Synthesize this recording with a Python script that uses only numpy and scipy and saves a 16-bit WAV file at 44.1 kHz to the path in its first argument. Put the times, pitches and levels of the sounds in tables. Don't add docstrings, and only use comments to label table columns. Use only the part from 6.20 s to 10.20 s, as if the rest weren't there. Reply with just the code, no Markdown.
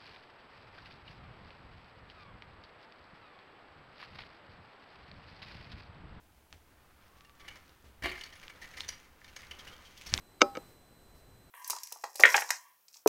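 import sys
import numpy as np
from scipy import signal
from scipy.io import wavfile
from scipy.ndimage import uniform_filter1d

SR = 44100
rng = np.random.default_rng(int(sys.argv[2]) if len(sys.argv) > 2 else 0)


def to_wav(s):
    ch = np.atleast_2d(s).T
    pcm = np.round(np.clip(ch, -1, 1) * 32767)
    wavfile.write(sys.argv[1], SR, pcm.astype(np.int16))


N = 176400
TIME = np.arange(N) / SR

# start_s, frame_db, chain_db, tyre_db, thud_db
LANDING_BLOWS = [(1.8226, -41, -77, -55, -40.5), (1.834, -36.5, -48, -48, -42),
                 (1.8419, -33.5, -69, -39, -32.5), (1.85, -38.5, -68, -43.5, -56),
                 (1.856, -31, -68, -35, -52), (1.866, -37.5, -70, -43, -59), (1.879, -42.5, -68, -58, -62),
                 (1.892, -42.5, -61, -45, -60)]
# start_s, length_s, frame_db, chain_db, clink_hz, clink_db
CHAIN_SLAPS = [(1.047, 0.005, -61, -64, 2800, -62), (1.195, 0.02, -58, -63.5, 3400, -65),
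               (1.241, 0.029, -62.5, -77, 2100, -60.5), (1.279, 0.011, -45.5, -55, 2885, -47),
               (1.303, 0.039, -60, -71, 2210, -63), (1.356, 0.017, -57, -64.5, 2120, -60),
               (1.885, 0.006, -56, -70, 3600, -49), (1.891, 0.013, -65, -72, 4470, -49),
               (1.915, 0.0088, -51, -61, 2190, -41.5), (1.953, 0.0058, -43, -74, 2350, -58),
               (1.976, 0.0087, -47.5, -57, 1710, -52), (1.992, 0.0031, -64, -54, 6400, -60),
               (2.009, 0.0086, -47.5, -50, 2980, -46), (2.036, 0.004, -49, -47, 4400, -43.5),
               (2.054, 0.02, -55, -58.5, 2210, -64), (2.124, 0.016, -53.5, -58, 3100, -60),
               (2.151, 0.022, -58, -61.5, 9950, -68), (2.227, 0.015, -52.5, -61, 2180, -58),
               (2.296, 0.012, -50, -59, 1750, -62), (2.413, 0.024, -54.5, -55.5, 1840, -51),
               (2.44, 0.0087, -51, -60, 2020, -51), (2.537, 0.0066, -51, -79, 1730, -55),
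               (2.568, 0.018, -48, -49.5, 1990, -50.5), (2.597, 0.021, -55, -52, 4230, -51),
               (2.632, 0.017, -53, -66, 3600, -54.5), (2.681, 0.0043, -53, -53, 6200, -45),
               (2.687, 0.0074, -42.5, -43, 10500, -62), (2.718, 0.021, -54.5, -58, 4930, -63),
               (3.016, 0.0029, -62, -78, 1770, -53.5), (3.044, 0.0048, -52.5, -55.5, 3610, -58.5),
               (3.075, 0.023, -60.5, -64, 2780, -65.5), (3.161, 0.0081, -47, -48, 6460, -51),
               (3.194, 0.011, -70, -63, 1870, -58), (3.23, 0.01, -57, -69, 2190, -55),
               (3.309, 0.01, -49, -52.5, 3055, -43.5), (3.387, 0.021, -59, -55.5, 3170, -53.5),
               (3.469, 0.02, -53, -59.5, 2970, -52.5), (3.525, 0.015, -59, -62.5, 3220, -56.5),
               (3.648, 0.026, -66, -62, 3140, -60), (3.775, 0.0073, -62, -52.5, 3320, -56),
               (3.861, 0.017, -52.5, -48, 5440, -52), (3.89, 0.016, -59, -52, 4760, -55),
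               (3.915, 0.015, -54, -66, 2440, -66), (3.936, 0.011, -42.5, -43, 4630, -56),
               (3.984, 0.01, -57, -54, 2170, -56)]
# start_s, level_db
LINK_JINGLES = [(3.775, -66), (3.862, -62), (3.958, -57), (3.987, -56)]
# pitch_ratio, relative_db, t60_s
CLINK_PARTIALS = [(.94, -10, .02), (1, 9, 0.028), (1.05, -11, 0.022)]
# start_s, level_db, decay_s
DIRT_SPRAYS = [(1.833, -44, 0.012), (1.852, -46, .06)]
# time_s, crunch_db, grit_db
ROLL_LEVELS = [(0, -72, -77.5), (.4, -71, -79), (.56, -65, -85), (.95, -65.5, -74), (1.15, -67.5, -73),
               (1.27, -60, -73), (1.42, -62.5, -69.5), (1.58, -68, -74), (1.81, -67, -94),
               (1.87, -54.5, -56.5), (2.1, -62, -64), (2.35, -58.5, -67.5), (2.62, -59.5, -59.5),
               (2.8, -63.5, -64), (2.98, -66, -74), (3.201, -60, -60), (3.5, -54.5, -65), (3.74, -65, -63),
               (3.85, -62.5, -57), (4, -60, -50.5)]
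# time_s, pitch_hz, level_db
TREAD_HUM = [(.88, 1050, -83), (.925, 1090, -68), (.98, 1135, -70.5), (1.05, 1160, -70), (1.11, 1156, -66),
             (1.16, 1145, -79.5), (1.22, 1153, -64.5), (1.31, 1135, -73)]
# start_s, peak_db, pitch_hz, width_hz
CAMERA_TICKS = [(0.3275, -31, 900, 6350), (1.0086, -41, 2600, 3500), (1.096, -44, 1800, 3000),
                (1.48, -48.5, 5000, 2000), (2.281, -31, 3040, 1400), (2.6065, -20, 3460, 910),
                (2.6064, -34.5, 8600, 2000), (3.921, -35, 5500, 4000), (3.9394, -3, 5270, 2400),
                (3.9777, -18.5, 3600, 1100), (3.9775, -25.5, 9100, 1800), (3.978, -28.5, 2080, 400),
                (3.988, -29.5, 990, 600)]
# start_s, level_db, decay_s
HANDLING_BUMPS = [(.326, -49.5, 0.031), (1.199, -58, 0.13), (1.642, -53.5, 0.095), (2.561, -57.5, 0.17),
                  (3.86, -53.5, 0.29), (3.927, -37.5, 0.062), (3.958, -50, 0.047)]
# frequency_hz, t60_s
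WOOD_DECAY = [(100, 0.33), (500, 0.36), (2000, 0.46), (5500, 0.22), (12000, 0.28)]

# pitch_hz, relative_db, t60_s
TYRE_RING = [(104, -13, 0.11), (160, -16, 0.15), (233, -10.5, 0.12), (269, -5.5, 0.11), (318, -2, 0.093),
             (365, 8, 0.22), (406, -18, .1), (625, -8, .07), (667, -2, 0.054), (790, -7, 0.07),
             (1010, -3.5, 0.063), (1140, -6, 0.063)]
FRAME_RING = [(1793, -3, .07), (1843, -7, .11), (2065, -5, .13), (2065, 2, .14), (2220, -7, .11),
              (2245, 1.5, .15), (2810, -7, .04), (2800, -4, .07), (3020, -8, .05), (3440, -10, .05),
              (4100, -4, .05), (4440, -5, .045), (4680, -7, .04)]
CHAIN_RING = [(3440, -1, 0.087), (3750, -14, 0.088), (4250, 1, 0.072), (4620, 9, .06), (4930, 4, 0.088),
              (5420, 6.5, 0.082), (5800, 6, .06), (6300, 0, 0.074), (6570, 6, 0.1), (7200, -8, 0.065),
              (8330, 3, 0.055), (9900, 1, 0.11), (12600, -4, 0.051), (13400, -7, .06)]
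CLASH_RING = [(2950, -11, .04), (4732, -3, .022), (4850, -7, .02), (5760, 8, .026), (6500, -16, .022)]
LINK_RING = [(12400, 3, .05), (13450, -7, .05)]

# frequency_hz, relative_db
FRAME_CONTACT = [(100, -25), (400, -11), (900, -6.5), (1500, -6), (1800, 2.5), (2250, 2.5), (2550, -8.5),
                 (3100, -2.5), (3700, -15), (4500, -7), (5200, -36), (6600, -38), (7600, -43), (16000, -58)]
CHAIN_CONTACT = [(300, -10), (1500, -16), (3000, 0.5), (4600, 1.5), (6500, 0.5), (7500, -16), (10000, -12),
                 (11500, -23), (16000, -19)]
SPRAY_SPECTRUM = [(500, -14), (1500, -5), (2150, 8), (2700, -3), (4400, 3), (5200, -19), (7700, -35),
                  (10500, -16), (16000, -32)]
DIRT_SPECTRUM = [(60, 10), (150, 1), (280, -1), (480, -1.5), (700, -5), (1000, -2), (1350, 1), (2000, -4),
                 (2600, -8), (3500, -10.5), (5000, -15), (9000, -33), (16000, -24)]
GRIT_SPECTRUM = [(500, -21.5), (2000, -0.5), (3100, -2.5), (4000, -8), (6500, -7), (7600, -16.5),
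                 (10000, -18), (16000, -25)]
STONE_SPECTRUM = [(800, -15), (2200, 0), (6300, -5), (7800, -13), (16000, -22)]
TICK_SPECTRUM = [(100, -31), (480, -10.5), (1100, -0.5), (3000, 4), (6400, 3), (8000, -1), (9500, -9.5),
                 (16000, -17)]
BUMP_SPECTRUM = [(15, 2.5), (35, -9), (65, 6), (120, -7.5), (250, -10.5), (600, -20), (2500, -23),
                 (6000, -32.5), (16000, -46)]
AIR_SPECTRUM = [(20, -4), (150, -15.5), (300, -14), (500, -18.5), (900, -15), (1400, -31.5), (2500, -26),
                (4200, -30.5), (7000, -30.5), (15500, -28.5)]
RUMBLE_SPECTRUM = [(15, -8), (35, -19), (60, 6.5), (80, 2.5), (130, -5), (250, -15), (800, -36),
                   (4000, -82)]

RISE_S = 0.0014


def landing(blow_s=0.0066, thud_hz=57, thud_decay_s=0.021):
    out = np.zeros(N)
    for start, frame_db, chain_db, tyre_db, thud_db in LANDING_BLOWS:
        boom = struck(blow_s, TYRE_RING)
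        t = np.arange(len(boom)) / SR
        thud = np.cos(2 * np.pi * thud_hz * t) * np.exp(-t / thud_decay_s) * np.minimum(t / RISE_S, 1)
        add(out, start, amp(tyre_db) * boom + amp(thud_db) * thud)
        add(out, start, frame_and_chain(blow_s, frame_db, chain_db))
    return out


def chain(clash_at_s=2.686, clash_length_s=0.0046, clash_db=-33.5):
    out = np.zeros(N)
    for start, length, frame_db, chain_db, clink_hz, clink_db in CHAIN_SLAPS:
        clink_modes = [(clink_hz * ratio, db, t60) for ratio, db, t60 in CLINK_PARTIALS]
        add(out, start, amp(clink_db) * struck(length, clink_modes))
        add(out, start, frame_and_chain(length, frame_db, chain_db))
    for start, db in LINK_JINGLES:
        add(out, start, amp(db) * struck(length_s=0.01, modes=LINK_RING))
    add(out, clash_at_s, amp(clash_db) * struck(clash_length_s, CLASH_RING))
    return out


def frame_and_chain(length_s, frame_db, chain_db):
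    frame = amp(frame_db) * clatter(length_s, FRAME_CONTACT, FRAME_RING, ring_db=-3.5)
    return frame + amp(chain_db) * clatter(length_s, CHAIN_CONTACT, CHAIN_RING, ring_db=-7.5)


def clatter(length_s, spectrum, modes, ring_db):
    drive, strength = contacts(length_s)
    crack = signal.fftconvolve(drive, impulse(spectrum))[:len(drive)]
    out = crack / np.linalg.norm(crack) + amp(ring_db) * ring(drive, modes)
    return strength * out / np.linalg.norm(out)


def struck(length_s, modes):
    drive, strength = contacts(length_s)
    return strength * ring(drive, modes)


def contacts(length_s, per_s=7000, rise_share=0.18, sag_db=-4, fall_s=0.005):
    t = np.arange(12000) / SR
    swell = np.minimum(t / (rise_share * length_s), 1)
    sag = amp(sag_db * (t / length_s - .5))
    envelope = swell * sag * np.exp(-np.maximum(t - length_s, 0) / fall_s)
    hits = rng.standard_normal(len(t)) * (rng.random(len(t)) < per_s / SR)
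    return envelope * hits, np.linalg.norm(envelope)


def ring(drive, modes, detune=.007, scatter_db=2):
    out = np.zeros(len(drive))
    for (hz, db, t60), (favour, shift) in zip(modes, rng.standard_normal((len(modes), 2))):
        pole = np.exp((2j * np.pi * hz * (1 + detune * shift) - np.log(1000) / t60) / SR)
        tone = signal.lfilter([1, -pole.real], [1, -2 * pole.real, abs(pole) ** 2], drive)
        out += amp(db + scatter_db * favour) * unit(tone)
    return out / np.linalg.norm(out)


def spray():
    level = np.zeros(N)
    for start, db, decay in DIRT_SPRAYS:
        age = TIME - start
        level += amp(db) * np.clip(age / RISE_S, 0, 1) * np.exp(-abs(age) / decay)
    return level * noise(SPRAY_SPECTRUM)


def rolling(uneven_db=1.32, fizz_db=-3.5, gravel_db=-3):
    times, crunch_db, grit_db = np.transpose(ROLL_LEVELS)
    ground = amp(uneven_db * wander(size=1100))
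    grit = amp(fizz_db) * grains(GRIT_SPECTRUM) + amp(gravel_db) * gravel()
    crunch = amp(np.interp(TIME, times, crunch_db)) * grains(DIRT_SPECTRUM)
    return ground * (crunch + amp(np.interp(TIME, times, grit_db)) * grit)


def grains(spectrum, per_s=7000, spread_db=2.5):
    sizes = amp(spread_db * np.minimum(rng.exponential(1, N), 5))
    return colour(sizes * rng.choice([-1, 1], N) * (rng.random(N) < per_s / SR), spectrum)


def gravel(per_s=80, spread_db=4, decay_s=.0018):
    sizes = amp(spread_db * np.minimum(rng.exponential(1, N), 3))
    stones = sizes * (rng.random(N) < per_s / SR)
    level = signal.lfilter([1], [1, -np.exp(-1 / (decay_s * SR))], stones)
    return colour(level * rng.standard_normal(N), STONE_SPECTRUM)


def tread(waver=0.006, flutter=0.2):
    times, hz, db = np.transpose(TREAD_HUM)
    cycles = np.cumsum(np.interp(TIME, times, hz) * (1 + waver * wander(size=400))) / SR
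    hum = unit((1 + flutter * wander(size=600)) * np.sin(2 * np.pi * cycles))
    return hum * amp(np.interp(TIME, times, db, left=-np.inf, right=-np.inf))


def trees(sound, level_db=-9.5, echoes_per_s=2000, build_s=0.0022):
    t = np.arange(SR) / SR
    echoes = rng.standard_normal(SR) * (rng.random(SR) < echoes_per_s / SR) * np.minimum(t / build_s, 1)
    hz, delay, bands = signal.stft(echoes, SR, nperseg=256)
    decay = np.exp(-np.log(1000) * delay / read(WOOD_DECAY, hz)[:, None])
    tail = signal.istft(bands * decay, SR, nperseg=256)[1]
    return signal.fftconvolve(sound, amp(level_db) * tail / np.linalg.norm(tail))[:N]


def camera(bump_rise_s=0.00099):
    out, body = np.zeros(N), impulse(TICK_SPECTRUM)
    t = np.arange(SR // 40) / SR
    for start, db, hz, width in CAMERA_TICKS:
        ping = np.exp(-np.pi * width * t) * np.sin(2 * np.pi * hz * t)
        tick = signal.fftconvolve(ping, body)
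        add(out, start, amp(db) * tick / abs(tick).max())
    t = np.arange(SR // 2) / SR
    for start, db, decay in HANDLING_BUMPS:
        envelope = np.minimum(t / bump_rise_s, 1) * np.exp(-t / decay)
        add(out, start, amp(db) * envelope * noise(BUMP_SPECTRUM, len(t)))
    return out


def air(air_db=-67, rumble_db=-70.5, rise_db_per_s=0.88):
    hush = amp(air_db) * noise(AIR_SPECTRUM)
    return hush + amp(rumble_db + rise_db_per_s * TIME) * noise(RUMBLE_SPECTRUM)


def amp(db):
    return 10 ** (np.asarray(db) / 20)


def unit(x):
    return x / np.sqrt(np.mean(x ** 2) + 1e-30)


def read(points, hz):
    known_hz, value = np.transpose(points)
    return np.interp(np.log(hz + 1), np.log(known_hz + 1), value)


def add(mix, start_s, sound):
    part = mix[round(start_s * SR):][:len(sound)]
    part += sound[:len(part)]


def impulse(spectrum, size=4096):
    log_gain = np.log(amp(read(spectrum, abs(np.fft.fftfreq(size, 1 / SR)))))
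    response = np.fft.ifft(np.exp(np.conj(signal.hilbert(log_gain)))).real[:size // 2]
    return response / np.linalg.norm(response)


def colour(x, spectrum):
    return unit(signal.oaconvolve(x, impulse(spectrum))[:len(x)])


def noise(spectrum, size=N):
    return colour(rng.standard_normal(size), spectrum)


def wander(size):
    return unit(uniform_filter1d(rng.standard_normal(N), size=size))


def scene():
    bike = landing() + chain() + spray() + rolling() + tread()
    return (bike + trees(bike) + camera() + air())[None]


def record(dry, edge_hz=15950):
    lowpass = signal.firwin(511, edge_hz, window=("kaiser", 9), fs=SR)
    return signal.oaconvolve(dry, lowpass[None], "same")


dry = scene()
out = record(dry)
to_wav(out)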